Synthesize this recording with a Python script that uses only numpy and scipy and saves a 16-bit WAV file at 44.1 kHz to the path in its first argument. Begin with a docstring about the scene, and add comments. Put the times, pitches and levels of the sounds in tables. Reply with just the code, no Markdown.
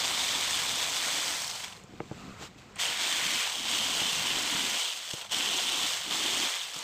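"""Jigsaw in time lapse

A hand-held jigsaw cuts a board in several runs: gritty bursts, one per stroke, drive resonances of the saw
and the wood. Short snatches are cross-faded, so the strokes lose their beat and the whirr turns grainy.
Loose parts rattle, the board hums as a drifting resonance, and the bench rumbles as deep filtered noise.
Mostly in the pause, the offcut knocks as decaying modes, is dragged, and a hand sweeps dust as ticking hiss.
"""
import sys
import numpy as np
from scipy import signal
from scipy.fft import rfft, irfft
from scipy.io import wavfile
from scipy.ndimage import uniform_filter1d

SR = 44100
rng = np.random.default_rng(int(sys.argv[2]) if len(sys.argv) > 2 else 0)


def to_wav(sig):
    """Store sig (one row per channel, or 1-D mono) as 16-bit WAV at the path in sys.argv[1].

    Samples outside -1..1 are clipped; the rate is SR.
    """
    pcm = np.clip(np.atleast_2d(sig), -1, 1) * 32767
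    pcm = np.round(pcm).astype(np.int16)
    wavfile.write(sys.argv[1], SR, pcm.T)  # frames by channels


N = 301203

# Trigger squeezes: (press [s], run-up [s], release [s], run-down [s], base whirr level [dB])
TRIGGER_SQUEEZES = [(-0.1, .02, 1.3, .56, -34.2), (2.752, .01, 2.77, .3, -57), (2.78, .02, 2.817, .42, -33),
                    (2.89, .12, 3.39, .75, -34.5), (3.5, .2, 4.8, .62, -34.8),
                    (5.3, .022, 5.86, .62, -34.8), (6.08, .03, 6.48, .6, -34.6)]
# Coasting motor: (share of run-down [0-1], level change [dB])
RUN_DOWN_CURVE = [(0, 0), (.3, -5), (.55, -9), (.65, -12.5), (.8, -22), (1, -40)]
# Slow strokes heard singly: (time [s], swell [dB])
COASTING_STROKES = [(1.447, 2.5), (1.5, 3), (1.558, 4), (1.604, 3), (1.644, 7), (1.68, 3), (1.729, 4.5),
                    (1.772, 5.5), (1.8, 6), (5.11, 5.5), (5.137, 4.5), (5.165, 0), (5.185, 3.5), (5.22, 5),
                    (5.252, 4), (5.3, 7), (6.744, 4), (6.764, 5)]
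# Colour as the saw is turned and pressed: (time [s], added whirr [dB], then relative to whirr:
# low shell ring [dB], high shell ring [dB], tooth bite [dB], wood drone [dB])
GRIP_COLOUR = [(0, .1, -4.5, -2.5, -4.5, -8), (.45, -.1, -3.5, -1, -3, -8), (.9, -.1, -5, -2.5, -4, -7.5),
               (1.3, .1, -7, -6.5, -4.5, -9), (1.6, .2, -7, -6, -4.5, -9), (1.72, -.1, -6, -2.5, -.5, -.6),
               (2.77, .1, -1, -5, 9, 4), (2.805, .1, -2, -5, -3.5, -9), (2.93, -.1, .3, -2.5, -.2, -4.5),
               (3.05, .1, -3.5, -.3, -1.5, -8.5), (3.22, -.1, -.3, -4.2, -.1, -8.6),
               (3.39, .1, -1, -2.5, .2, -10), (3.55, -.1, .3, -2.5, -4, -7), (3.8, .1, .9, -2.8, -5, -7.5),
               (4.4, -.1, .1, -2.3, -3, -7), (4.75, .1, -.3, -2, -3, -9), (4.88, -.8, 2, -.8, -7.5, -9),
               (5.0, -4, -1, -1.5, -3.5, -10), (5.12, .5, -4, -7, -7, -8.5), (5.27, 2.4, -.5, .8, -2, -1.2),
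               (5.34, .1, .1, -2.5, -4.2, -7), (5.75, -.1, .7, .2, -4.8, -7.6),
               (5.97, .3, -1, -2.5, -5, -10), (6.1, .1, -1, -2.5, -4.5, -7),
               (6.45, .1, -.5, -2, -3.5, -7.5), (6.6, -2.4, -.5, -.5, -3, -9),
               (6.72, -3.2, -4, -2.5, -4.5, -9), (6.8, 1.2, -4.5, -3, -4.5, -7)]
# Fan and gear spectrum: (frequency [Hz], gain [dB])
WHIRR_SPECTRUM = [(2300, -75), (3600, -13), (4000, -0.5), (4500, 3), (5900, 0.9), (6500, 3), (6900, -0.2),
                  (8200, 1.5), (8600, -2.5), (9600, -14), (10200, -12), (14700, -15), (15300, -13.5),
                  (15600, -18)]
# Shell modes, lower group: (frequency [Hz], width [Hz], level [dB])
SHELL_LOW_MODES = [(2870, 540, -4), (3155, 410, -0.5)]
# Shell modes, upper group: (frequency [Hz], width [Hz], level [dB])
SHELL_HIGH_MODES = [(3497, 410, 0.5), (3920, 850, -6)]
# Tooth bite spectrum: (frequency [Hz], gain [dB])
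BITE_SPECTRUM = [(900, -15), (1400, -14.5), (1900, -9), (2400, -7.5), (2900, -13.5), (4500, -19.5)]
# Wood drone spectrum: (frequency [Hz], gain [dB])
DRONE_SPECTRUM = [(280, -19), (480, -3), (633, -4), (706, 1.5), (847, -1.5), (981, 1.5), (1220, -2.5),
                  (1500, -3.5), (1950, -20), (3300, -120)]
# Single rattles of blade and gears: (time [s], peak before input stage [dB], pitch [Hz])
RATTLE_EVENTS = [(0.6922, -21, 3660), (1.4184, -26, 5630), (1.444, -26, 4420), (1.477, -24.5, 5440),
                 (1.5114, -25, 4930), (1.638, -30, 2963), (1.724, -36.5, 3190), (1.7648, -42, 4280),
                 (1.8367, -46, 7000), (2.758, -36.5, 8300), (2.973, -22, 3500), (3.0314, -24, 3440),
                 (3.1254, -18, 3200), (3.3563, -23, 3100), (3.684, -23, 3470), (3.736, -21, 3130),
                 (3.7862, -20, 3030), (4.0022, -20, 3100), (4.3325, -22, 3040), (4.9336, -25, 3300),
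                 (5.0885, -29, 3180), (5.1097, -28, 2790), (5.213, -26, 3180), (5.2949, -31, 3070),
                 (5.328, -24, 3400), (5.344, -18, 3200), (5.698, -20, 3250), (5.831, -19, 3320),
                 (5.9024, -20, 3270), (6.5386, -21, 3520), (6.789, -28, 6650)]
# Board hums under blade or hand: (start [s], end [s], first level [dB], last level [dB], nominal centre [Hz])
BOARD_HUMS = [(-0.05, 1.35, -52.5, -54, 275), (1.4, 1.75, -64, -63, 205), (1.9, 2.12, -52.5, -56, 220),
              (2.16, 2.32, -52, -46, 185), (2.4, 2.8, -60, -59, 215), (2.88, 3.36, -58, -47, 272),
              (3.58, 4.08, -50.5, -47.5, 265), (4.12, 4.2, -48, -45, 183), (4.24, 4.76, -45.5, -46.5, 265),
              (5.34, 5.85, -47.5, -48, 298), (6.08, 6.44, -47.5, -42, 291), (6.77, 6.897, -58, -63, 240)]
# Offcut blows: (time [s], ring peak [dB], sharpness [dB per octave])
KNOCK_EVENTS = [(1.841, -43, -4), (1.934, -39, -5), (2.0026, -23, -0.7), (2.1122, -25.5, -5.5),
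                (2.1215, -35, -3), (4.016, -27, 0.5), (5.136, -31.5, -5.5), (6.762, -43, -8)]
# Offcut modes: (frequency [Hz], level [dB], t60 [s])
OFFCUT_MODES = [(145, 5, 0.027), (328, 2, 0.03), (463, -5, 0.06), (592, -7, 0.047), (814, 0.5, 0.026),
                (1230, -3, 0.017), (1560, -10, .015), (2120, -1.5, 0.0094), (2850, -13, 0.011),
                (3600, -19, .01)]
# Wood and hand on the dusty bench: (time [s], level [dB], added treble gain [dB])
SLIDE_LEVELS = [(1.75, -57.5, 0), (1.85, -58.5, -4), (2.1, -56.5, -1.5), (2.18, -53.5, -1.5),
                (2.376, -54.5, -2.5), (2.43, -44.5, -0.5), (2.472, -52, 2), (2.488, -58, -2.5),
                (2.57, -60, -4), (2.585, -58, 3), (2.63, -57.5, -3), (2.742, -55, -8), (2.8, -56, 5)]
# Sliding spectrum: (frequency [Hz], gain [dB])
SLIDE_SPECTRUM = [(210, -27), (350, -1), (554, -2.5), (629, -13), (681, -1), (877, -8.5), (1010, -4),
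                  (1880, -11), (2000, -9.5), (3320, -15), (4420, -18), (5690, -22.5), (7690, -20),
                  (9450, -38.5), (15400, -38)]
# Offcut scraping along the bench: (time [s], level [dB])
DRAG_LEVELS = [(2.14, -71), (2.222, -53), (2.242, -61), (2.256, -58), (2.304, -54), (2.384, -58),
               (2.4, -60)]
# Upper modes of the dragged offcut: (frequency [Hz], width [Hz], level [dB])
DRAG_MODES = [(1240, 330, 5), (2600, 300, -3), (3860, 400, -15)]
# Deep bench rumble: (time [s], level [dB])
BENCH_LEVELS = [(0.0, -55), (0.89, -56), (1.03, -62), (1.67, -59), (2.2, -52), (2.6, -55), (2.8, -57),
                (3.0, -63), (3.61, -63.5), (3.76, -58), (4.13, -64), (4.43, -60), (4.64, -78), (5.08, -71),
                (5.2, -68), (5.33, -61), (5.67, -70), (5.86, -61), (6.2, -64), (6.31, -58), (6.45, -74),
                (6.83, -73)]
# Bench spectrum: (frequency [Hz], gain [dB])
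BENCH_SPECTRUM = [(12, -45), (25, -26), (50, -11), (90, -7), (150, -7), (210, -7.5), (350, -70)]

STROKES_PER_S, SWELL_HALF_S = 48, 0.0049
RUN_UP_POWER = 1.44  # sound pressure grows as this power of motor speed
# RMS chance waver of the GRIP_COLOUR level columns
GRIP_WAVER_DB, GRIP_CHANGES_PER_S = [.25, .7, .7, .6, .6], 12
SNATCH_SAMPLES = 256  # splice to splice
RATTLE_T60_S, CLATTER_RATIO = 0.014, .4  # clatter relative to the pitched part
HUM_RISE_DB_PER_S, HUM_FALL_DB_PER_S, HUM_REST_DB = 500, 400, -70.5
HUM_LUMPS_DB, HUM_DRIFT_RATIO, HUM_CHANGES_PER_S = 1.1, .08, 20
BAND_EDGE_HZ = 15520


def saw():
    """A gritty drive, a burst at each stroke, shakes fan and gears, shell, teeth and wood."""
    stroke_phase = np.arange(N) * STROKES_PER_S / SR % 1
    tick_shares = [[.12], [.3], [.3], [.15], [.08]]  # the shell takes the ticks most directly
    drives = grit(per_s=350, spread_db=2.0, share=tick_shares, count=5)
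    drives = drives * (2.3 + np.exp(-stroke_phase / 0.29))
    bodies = [response(WHIRR_SPECTRUM), ringing(SHELL_LOW_MODES), ringing(SHELL_HIGH_MODES),
              response(BITE_SPECTRUM), response(DRONE_SPECTRUM)]
    layers = [coloured(drive, body) for drive, body in zip(drives, bodies)]
    whirr, *others = snatches(layers, ripple_db=1.5)
    flutter_db = 0.66 * wander(per_s=70)  # the load on the motor wavers
    whirr_db, *above_db = motor()
    t = np.arange(N) / SR
    swell_db = sum(db * np.exp(-((t - s) / SWELL_HALF_S) ** 2) for s, db in COASTING_STROKES)
    added = sum(amp(db) * layer for db, layer in zip(above_db, others))
    return amp(whirr_db + swell_db) * (amp(flutter_db) * whirr + added)


def motor():
    """The motor runs up at a press and coasts after release; the grip colours the sound."""
    t = np.arange(N) / SR
    runs_db = []
    for press, run_up, release, run_down, whirr_db in TRIGGER_SQUEEZES:
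        speed = np.clip((t - press) / run_up, 1e-3, 1)
        coast_db = np.interp((t - release) / run_down, *np.transpose(RUN_DOWN_CURVE), right=-60)
        runs_db.append(whirr_db + 20 * RUN_UP_POWER * np.log10(speed) + coast_db)
    level_db = np.max(runs_db, axis=0)
    s, *columns = np.transpose(GRIP_COLOUR)
    added_db, *above_db = [np.interp(t, s, db) + waver_db * wander(GRIP_CHANGES_PER_S)
                           for db, waver_db in zip(columns, GRIP_WAVER_DB)]
    return [level_db + added_db] + above_db


def rattles():
    """A short noise puff rings one loose part and the rest of the saw."""
    out, t, whirr = np.zeros(N), np.arange(1500) / SR, response(WHIRR_SPECTRUM)
    noises = rng.standard_normal((len(RATTLE_EVENTS), 1500))
    for (s, db, hz), noise in zip(RATTLE_EVENTS, noises):
        puff = noise * amp(-60 * t / RATTLE_T60_S) * (1 - np.exp(-t / 0.00042))
        part_ring = np.exp(-np.pi * 500 * t[:300]) * np.sin(2 * np.pi * hz * t[:300])
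        part = evened(no_bass(np.convolve(puff, part_ring)[:1500], hz=1500))
        clatter = evened(np.convolve(puff, whirr[:300])[:1500])
        rattle = part + CLATTER_RATIO * clatter
        add(out, s, amp(db) * rattle / abs(rattle).max())
    return out


def board():
    """A broad resonance drifts as hand and saw move over the wood."""
    t = np.arange(N) / SR
    start, end, first_db, last_db, centre_hz = np.transpose(BOARD_HUMS)[:, :, None]
    held_db = first_db + (last_db - first_db) * np.clip((t - start) / (end - start), 0, 1)
    rise_db = HUM_RISE_DB_PER_S * np.maximum(start - t, 0)
    fall_db = HUM_FALL_DB_PER_S * np.maximum(t - end, 0)
    each_db = held_db - rise_db - fall_db
    level_db = np.maximum(each_db.max(axis=0), HUM_REST_DB) + HUM_LUMPS_DB * wander(HUM_CHANGES_PER_S)
    # The loudest hum sets the centre
    hz = uniform_filter1d(centre_hz[each_db.argmax(axis=0), 0], size=1500)
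    hz = hz * (1 + HUM_DRIFT_RATIO * wander(HUM_CHANGES_PER_S))
    carrier = np.exp(2j * np.pi * np.cumsum(hz) / SR)
    pole = np.exp(-np.pi * 170 / SR)
    # Shift the centre to 0 Hz, low-pass twice, shift back
    hum = grit(per_s=68, spread_db=4., share=0.38)[0] / carrier
    for _ in range(2):
        hum = signal.lfilter([1 - pole], [1, -pole], hum)
    return amp(level_db) * evened((hum * carrier).real)


def knocks():
    """Each blow rings the offcut's modes and chatters; a softer blow excites less of the high ones."""
    out, t = np.zeros(N), np.arange(4000) / SR
    noises = rng.standard_normal((len(KNOCK_EVENTS), 4000))
    for (s, db, sharp), noise in zip(KNOCK_EVENTS, noises):
        ring = np.zeros(4000)
        for k, (hz, mode_db, t60) in enumerate(OFFCUT_MODES):
            decay = amp(mode_db + sharp * np.log2(hz / 300) - 60 * t / t60)
            build_up = 1 - np.exp(-1.3 * hz * t)  # about a cycle
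            ring += (-1) ** (k + 1) * decay * build_up * np.sin(2 * np.pi * hz * t)
        chatter = np.convolve(noise * amp(-60 * t / 0.037), ring)[:4000]  # the piece rocks before it settles
        add(out, s, amp(db) * (ring / abs(ring).max() + 0.25 * chatter / abs(chatter).max()))
    return out


def slide():
    """Dust grains crunch under wood and hand, as ticks in hiss with a moving treble level."""
    level_db, treble_db = curves(SLIDE_LEVELS)
    grains = grit(per_s=680, spread_db=6.0, share=0.11)[0]
    rub = snatches([coloured(grains, response(SLIDE_SPECTRUM))], ripple_db=2.0)[0]
    low = signal.sosfiltfilt(signal.butter(2, 2600, fs=SR, output="sos"), rub)
    return amp(level_db) * (evened(low) + amp(treble_db) * evened(rub - low))


def drag():
    """Grains under the dragged offcut ring its upper modes."""
    grains = grit(per_s=340, spread_db=1.0, share=.5)[0]
    return amp(curves(DRAG_LEVELS)[0]) * coloured(grains, ringing(DRAG_MODES))


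def bench():
    """Deep shaking of the bench: filtered noise."""
    rumble = coloured(rng.standard_normal(N), response(BENCH_SPECTRUM))
    return amp(curves(BENCH_LEVELS)[0]) * rumble


def snatches(layers, ripple_db, ripple_bins=3, first_s=0.0038):
    """Time lapse: pieces from unrelated moments, each of chance colour, joined by straight cross-fades."""
    count = N // SNATCH_SAMPLES + 3
    start = rng.integers(0, N - 2 * SNATCH_SAMPLES, count)
    ripple = rng.standard_normal((count, SNATCH_SAMPLES + 1))
    ripple = evened(uniform_filter1d(ripple, int(ripple_bins), axis=1))
    pieces = np.array(layers)[:, start[:, None] + np.arange(2 * SNATCH_SAMPLES)]
    pieces = irfft(rfft(pieces) * amp(ripple_db * ripple)) * signal.windows.triang(2 * SNATCH_SAMPLES)
    joined = pieces[:, 1:, :SNATCH_SAMPLES] + pieces[:, :-1, SNATCH_SAMPLES:]
    skip = SNATCH_SAMPLES - int(first_s * SR)
    return [evened(x.ravel()[skip:skip + N]) for x in joined]


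def grit(per_s, spread_db, share, count=1):
    """Hiss mixed with sparse uneven ticks; rows tick together but hiss apart."""
    tick_sizes = amp(spread_db * np.minimum(rng.exponential(1, N), 3))
    ticks = tick_sizes * (rng.random(N) < per_s / SR)
    share = np.clip(share, 0, 1)  # of power
    hiss = rng.standard_normal((count, N))
    signed_ticks = evened(ticks * rng.choice([-1., 1.], (count, N)))
    return np.sqrt(1 - share) * hiss + np.sqrt(share) * signed_ticks


def wander(per_s):
    """Slow chance curve of unit RMS."""
    slow = signal.resample(rng.standard_normal(int(per_s * N / SR)), N // 32)
    return evened(np.interp(np.arange(N) / 32, np.arange(len(slow)), slow))


def response(points, size=4096):
    """Causal, minimum-phase impulse response with the given spectrum."""
    f, db = np.transpose(points)
    hz = abs(np.fft.fftfreq(size, 1 / SR))
    log_gain = np.log(amp(np.interp(np.log(hz + 1), np.log(f + 1), db, -90, -90)))
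    return np.fft.ifft(np.exp(np.conj(signal.hilbert(log_gain)))).real[:size // 2]


def ringing(modes):
    """Impulse response of a small body: steep resonances whose powers add."""
    hz = np.linspace(100, 15000, 600)
    power = sum(amp(2 * db) / (1 + (2 * (hz - f) / width) ** 2) ** 2 for f, width, db in modes)
    return response(np.transpose([hz, 10 * np.log10(power)]))


def coloured(x, taps):
    """Filtered signal at unit RMS."""
    return evened(signal.oaconvolve(x, taps)[:N])


def no_bass(x, hz):
    """Third-order high-pass."""
    return signal.sosfilt(signal.butter(3, hz, "high", fs=SR, output="sos"), x)


def curves(rows):
    """Table columns at every sample; the first, a level, drops to -120 dB outside the table."""
    s, level_db, *others = np.transpose(rows)
    t = np.arange(N) / SR
    return [np.interp(t, s, level_db, -120, -120)] + [np.interp(t, s, c) for c in others]


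def add(mix, s, sound):
    """Adds a sound in place at a time, cut at the end of the mix."""
    part = mix[round(s * SR):][:len(sound)]
    part += sound[:len(part)]


def amp(db):
    """Amplitude ratio from dB."""
    return 10 ** (np.asarray(db) / 20)


def evened(x):
    """Scales to unit RMS."""
    return x / np.sqrt(np.mean(x ** 2) + 1e-20)


def scene():
    """Sums all sources into one channel."""
    return (saw() + rattles() + board() + bench() + slide() + drag() + knocks())[None]


def record(dry):
    """The input stage rounds off the highest peaks; then the band limit."""
    soft = .2 * np.tanh(dry / .2)
    low_pass = signal.firwin(2047, BAND_EDGE_HZ, window=("kaiser", 7), fs=SR)
    return signal.oaconvolve(soft, low_pass[None], "same")


dry = scene()
out = record(dry)
to_wav(out)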